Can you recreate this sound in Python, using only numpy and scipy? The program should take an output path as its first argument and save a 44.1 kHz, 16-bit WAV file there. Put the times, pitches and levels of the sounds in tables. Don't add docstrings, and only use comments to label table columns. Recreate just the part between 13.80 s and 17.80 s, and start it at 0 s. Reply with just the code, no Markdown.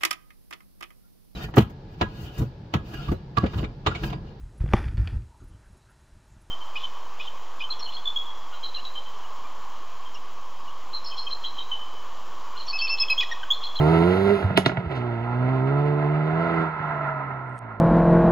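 import sys
import numpy as np
from scipy import signal
from scipy.fft import rfft, irfft
from scipy.io import wavfile
from scipy.ndimage import uniform_filter1d

SR = 44100
rng = np.random.default_rng(int(sys.argv[2]) if len(sys.argv) > 2 else 0)


def master_out(mix):
    frames = np.transpose(np.atleast_2d(mix))
    ceiling = np.clip(frames, -1, 1)
    pcm = np.round(ceiling * 32767).astype(np.int16)
    wavfile.write(sys.argv[1], SR, pcm)


N = 176400
T = np.arange(N) / SR
HZ = np.arange(N + 1) * SR / (2 * N)
TOP_HZ = 15700


def undb(db):
    return 10 ** (np.asarray(db) / 20)


def curve(rows, column=1):
    rows = np.array(rows)
    return np.interp(T, rows[:, 0], rows[:, column])


def by_hz(rows, column=1):
    rows = np.array(rows)
    return np.interp(np.log(HZ + 1), np.log(rows[:, 0]), rows[:, column])


def minimum_phase(db):
    cepstrum = irfft(np.log(undb(db)))
    cepstrum[1:N] *= 2
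    cepstrum[N + 1:] = 0
    return np.exp(rfft(cepstrum))


def eq(x, rows):
    response = minimum_phase(by_hz(rows))
    return irfft(rfft(x, 2 * N) * response / np.sqrt(np.mean(abs(response) ** 2)))[:N]


def butter(x, order, hz, kind="lowpass"):
    return signal.sosfilt(signal.butter(order, hz, kind, fs=SR, output="sos"), x + 1e-18)


def noise():
    return rng.standard_normal(N)


def walk(rate_hz):
    hold = int(SR / rate_hz)
    steps = np.repeat(rng.standard_normal(N // hold + 1), hold)
    smooth = uniform_filter1d(uniform_filter1d(steps, hold), hold)[:N]
    return smooth / smooth.std()


def swell(at, width_s):
    return np.exp(-.5 * ((T - at) / width_s) ** 2)


def fade(at, decay_s):
    return (T >= at) * np.exp(-np.maximum(T - at, 0) / decay_s)


# t/s, level/dB
TICK_CUES = [(3.695, -59), (3.781, -47.5), (3.7896, -39)]
# f/Hz, level/dB
TICK_EQ = [(2000, 2), (5000, -9), (7400, -12), (8400, 1), (10000, -9), (14000, -26)]

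def ticks(ring_hz=1000):
    until = TICK_CUES[-1][0] - T
    rustle = undb(-63.5) * (until > 0) * np.exp(-abs(until) / .04)
    clicks = sum(undb(db) * fade(at, .00088) for at, db in TICK_CUES)
    ring = sum(undb(db + 2) * fade(at, .008) * np.sin(2 * np.pi * ring_hz * (T - at))
               for at, db in TICK_CUES)
    return eq(noise() * (rustle + clicks), TICK_EQ) + ring


# f/Hz, level/dB
HISS_EQ = [(2000, -13), (4000, 5.5), (5700, -8.5), (6800, -8.5), (8400, -23.5), (9800, -9), (12000, -11.5),
           (13400, -32.5)]

def air(hiss_end_s=.64, shift_s=1.17):
    near = undb(-46) * (1 - np.tanh((T - hiss_end_s) / .071)) / 2
    puff = butter(noise(), 2, [2800, 4660], "bandpass")
    puff *= undb(-46.5) * swell(shift_s, .017) / puff.std()
    return eq(noise(), HISS_EQ) * near + puff


# t/s, level/dB
TYRE_FADER = [(0, -39.5), (.6, -33.5), (.85, -43.5), (1.5, -35.5), (2.4, -32.5), (2.8, -27), (3, -30.5),
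              (3.27, -28.5), (3.55, -31), (3.85, -36.5), (4, -40)]
# f/Hz, level/dB
TYRE_EQ = [(30, -17.5), (70, -16), (160, -8.5), (400, -13), (700, -3.5), (1050, 5), (1400, 2), (2100, -8.5),
           (3000, -26), (4200, -33), (5600, -50.5), (7000, -49), (9000, -65), (16000, -78.5)]

def tyres(flicker_db=1.3, far_s=3.3, far_hz=3580):
    roar = eq(noise(), TYRE_EQ) * undb(curve(TYRE_FADER) + flicker_db * walk(24.88))
    dull = signal.sosfiltfilt(signal.butter(1, far_hz, fs=SR, output="sos"), roar)
    far = (1 + np.tanh((T - far_s) / .18)) / 2
    return roar * (1 - far) + dull * far


def tailpipe(x, reflect, mode_hz=130.5, damp_hz=4470):
    round_trip = reflect * np.exp(-1j * np.pi * HZ / mode_hz) / (1 + (HZ / damp_hz) ** 2)
    return irfft(rfft(x, 2 * N) / (1 + round_trip))[:N]


# t/s, crack level/dB, boom level/dB, low-pass f/Hz
POP_CUES = [(.626, -8, -24.5, 1670), (.702, -9.5, -24.5, 1210), (.7752, 0.5, -22, 9940),
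            (0.861, -0.5, -22, 5720), (.894, -8.5, -31.5, 2034), (.917, -11, -32, 1995),
            (.971, -7.5, -19, 2000), (1.028, -20, -31.5, 1384), (2.995, -29, -31, 601)]
# f/Hz, level/dB
CRACK_EQ = [(60, -7), (130, -5), (270, 9), (430, -4.5), (650, -5), (1300, -2), (2200, -2.5), (2900, -4),
            (4200, -2.5), (5600, -18), (6800, -21.5), (8400, -16), (10000, -9.5), (12000, -6),
            (13500, -27.5), (16000, -27)]
# f/Hz, level/dB
HEDGE_EQ = [(100, -1), (700, 2.5), (2200, -9.5), (4800, -7.5), (5700, -10), (7000, -12), (8400, -20.5),
            (11000, -5), (13500, -28)]

def pops(shock_s=.00021, boom_hz=131, boom_s=.0048, bass_lag_s=.01302, half_lag_hz=138):
    cracks, echoes, booms = 0, 0, 0
    for at, db, boom_db, bright_hz in POP_CUES:
        age = np.maximum(T - at, 0)
        shock = undb(14 + db / 2) * fade(at, shock_s) * (1 - age / shock_s)
        gas = noise() * fade(at, .0028)
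        cracks += undb(db) * butter(gas - shock, 3, bright_hz)
        echoes += undb(db) * butter(noise() * fade(at, .02), 3, bright_hz)
        thump = age / boom_s * np.exp(1 - age / boom_s)
        booms += undb(boom_db) * thump * np.sin(2 * np.pi * boom_hz * age)
    bang = undb(-10.5) * tailpipe(eq(cracks, CRACK_EQ), reflect=.58) + booms
    lag = 2 * np.pi * bass_lag_s * half_lag_hz * np.log(1 + HZ / half_lag_hz)
    return irfft(rfft(bang, 2 * N) * np.exp(-1j * lag))[:N] + undb(-21.5) * eq(echoes, HEDGE_EQ)


def spit(rise_s=.004):
    rise = sum(undb(db) ** 8 * (T < at) * np.exp(-abs(T - at) / rise_s) for at, db, _, _ in POP_CUES)
    return undb(-4) * butter(noise() * rise, 5, [2010, 4080], "bandpass")


# t/s, f/Hz
FIRING_RATE = [(0, 143.5), (.1, 163), (.22, 167), (.3, 181.6), (.4, 193), (.52, 202), (.62, 192),
               (.76, 188), (.9, 181), (1.04, 179), (1.12, 137), (1.19, 122), (1.37, 115.6), (1.5, 120),
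               (1.73, 131.5), (1.81, 129), (1.9, 138), (2, 145.5), (2.25, 148), (2.5, 156), (2.66, 169),
               (2.83, 163), (2.92, 157), (3.25, 144.5), (3.75, 124), (4, 103)]
# t/s, level/dB
DRONE_FADER = [(0, -21), (.26, -22.5), (.38, -29.5), (.54, -26.5), (.6, -42), (.76, -26), (.83, -37.5),
               (1.03, -34.5), (1.09, -37.5), (1.18, -32.5), (1.47, -31.5), (1.62, -25.5), (2.3, -24.5),
               (2.62, -28.5), (2.68, -32.5), (2.8, -26.5), (2.97, -43.5), (3.03, -35.5), (3.7, -38.5),
               (4, -46)]
# t/s, level/dB
BURBLE_FADER = [(0, -33.5), (.3, -31), (.54, -35.5), (.61, -43.5), (.652, -17.5), (.69, -27.5), (.76, -44),
                (1.04, -54), (1.07, -26), (1.11, -54), (2.8, -50), (3, -60.5)]
# t/s, level/dB
THROAT_FADER = [(0, -35.5), (.12, -26), (.26, -23), (.36, -29), (.53, -21.5), (.6, -38), (.66, -49),
                (1.12, -46), (1.22, -38.5), (1.48, -38.5), (1.65, -31.5), (2.1, -35), (2.45, -37),
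                (2.66, -35), (2.83, -30.5), (2.92, -54), (4, -53)]
# t/s, overtone level/dB, half-order level/dB, rasp level/dB
LOAD_FADERS = [(0, -27.5, -34.5, -31), (.15, -28, -29.5, -27), (.38, -38, -33.5, -28.5),
               (.53, -36, -42.5, -27), (.6, -51.5, -44, -32.5), (.84, -52, -52, -37),
               (1.09, -56, -51.5, -39.5), (1.13, -43.5, -40.5, -30.5), (1.25, -35.5, -50.5, -39),
               (1.45, -36.5, -57.5, -39.5), (1.65, -33.5, -42.5, -38), (2, -33.5, -41.5, -37),
               (2.5, -38, -40, -38), (2.66, -34, -37, -35), (2.83, -34.5, -40, -33),
               (2.92, -49, -59.5, -48.5), (4, -57.5, -52, -55.5)]
# multiple of the firing rate, level/dB
OVERTONE_MIX = [(3, -3.5), (4, -8.5), (5, -11), (6, -7), (7, -7.5), (8, -8.5), (9, -13.5)]
# multiple of the firing rate, level/dB
HALF_ORDER_MIX = [(1.5, -6), (2.5, -0.5), (3.5, -8.5), (4.5, -4.5), (5.5, -5.5), (6.5, -12.5), (7.5, -10.5)]
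# f/Hz, level/dB
RASP_EQ = [(30, -30.5), (80, -0.5), (200, -3.5), (400, -1.5), (700, 0.5), (1100, -3.5), (2000, -6.5),
           (3000, -17.5), (4200, -22.5), (5600, -37), (6800, -41.5), (8500, -46.5), (11000, -42.5),
           (14000, -59.5)]

def exhaust(jitter=.01, rasp_depth=.19, flutter_db=1.4):
    phase = 2 * np.pi * np.cumsum(curve(FIRING_RATE) * (1 + jitter * walk(170))) / SR

    def partial(order, waver_db):
        tone = np.sqrt(2) * np.cos(order * phase + rng.uniform(0, 2 * np.pi))
        return tone * undb(waver_db * (walk(8.9) + .52 * walk(70)))

    def stack(rows):
        return sum(undb(db) * partial(order, waver_db=2.15) for order, db in rows)

    overrun = .6 * swell(.85, .19)
    steady = np.sqrt(1 - overrun ** 2) * partial(1, waver_db=.6)
    ragged = overrun * (walk(110) * np.cos(phase) + walk(110) * np.sin(phase))
    drone = undb(curve(DRONE_FADER)) * (steady + ragged)
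    burble = undb(curve(BURBLE_FADER)) * partial(.5, waver_db=.5)
    throat = undb(curve(THROAT_FADER)) * partial(2, waver_db=.63)
    overtones = undb(curve(LOAD_FADERS, 1)) * stack(OVERTONE_MIX)
    half_orders = undb(curve(LOAD_FADERS, 2)) * stack(HALF_ORDER_MIX)
    roar = tailpipe(overtones + half_orders, reflect=.23)
    whine = undb(-40.5) * swell(3.25, .13) * partial(4.5, waver_db=1.5)
    pulse = (1 + rasp_depth * np.cos(phase)) * undb(flutter_db * walk(60))
    gas = noise() * pulse / np.sqrt(np.mean(pulse ** 2))
    rasp = undb(curve(LOAD_FADERS, 3)) * eq(gas, RASP_EQ)
    return drone + burble + throat + roar + whine + rasp


# f/Hz, level/dB, left minus right/dB, left lead/rad
STEREO_PATH = [(59.5, 2, -3, 0.15), (196, 3, -2, 0.27), (294, 1, -7, 0.8), (427, 3.5, -12.5, 0.74),
               (522, -2.5, -7.5, 1.37), (671, 5, 0, 0.37), (776, -1.5, -8, 0.27), (1034, -2, -4.5, 0.86),
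               (1173, -10, 0.5, -4), (1286.5, 3.5, -3, -5.5), (1424, 0.5, -5.5, -6.5),
               (1560, -3.5, -3.5, -10.5), (1785, -6, -20.5, -18), (2014, 2.5, -6, -11),
               (2423, -6, -15, -15), (2627, 1.5, -5, -11), (3603, -1, -4, -8.5), (4840, -5.5, 0.5, -6.5),
               (6340, -6, 0.5, -0.65), (8650, -5, -0.5, 4), (12400, -4.5, -0.5, 7.5),
               (13500, -2.5, -5, 10.5)]

def scene(scatter_db=-15, scatter_s=.028):
    dip = undb(-9.5 * swell(3.792, .015))
    car = (exhaust() + tyres()) * dip + air() + pops() + spit()
    spectrum = rfft(car, 2 * N) * minimum_phase(by_hz(STEREO_PATH, 1))
    balance = undb(by_hz(STEREO_PATH, 2))
    left = balance * np.exp(1j * by_hz(STEREO_PATH, 3))
    pan = np.array([left, np.ones(N + 1)]) * 2 / (1 + balance)
    leaves = np.array([noise(), noise()]) * fade(.0055, scatter_s)
    leaves = butter(leaves / np.sqrt(np.sum(leaves ** 2) / 2), 2, 600, "highpass")
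    hedges = 1 + undb(scatter_db) * rfft(leaves, 2 * N)
    return irfft(spectrum * pan * hedges)[:, :N] + ticks()


def record(dry, low_hz=32):
    thin = butter(np.tanh(dry), 2, low_hz, "highpass")
    return signal.sosfilt(signal.ellip(8, .2, 70, TOP_HZ, fs=SR, output="sos"), thin)


dry = scene()
out = record(dry)
master_out(out)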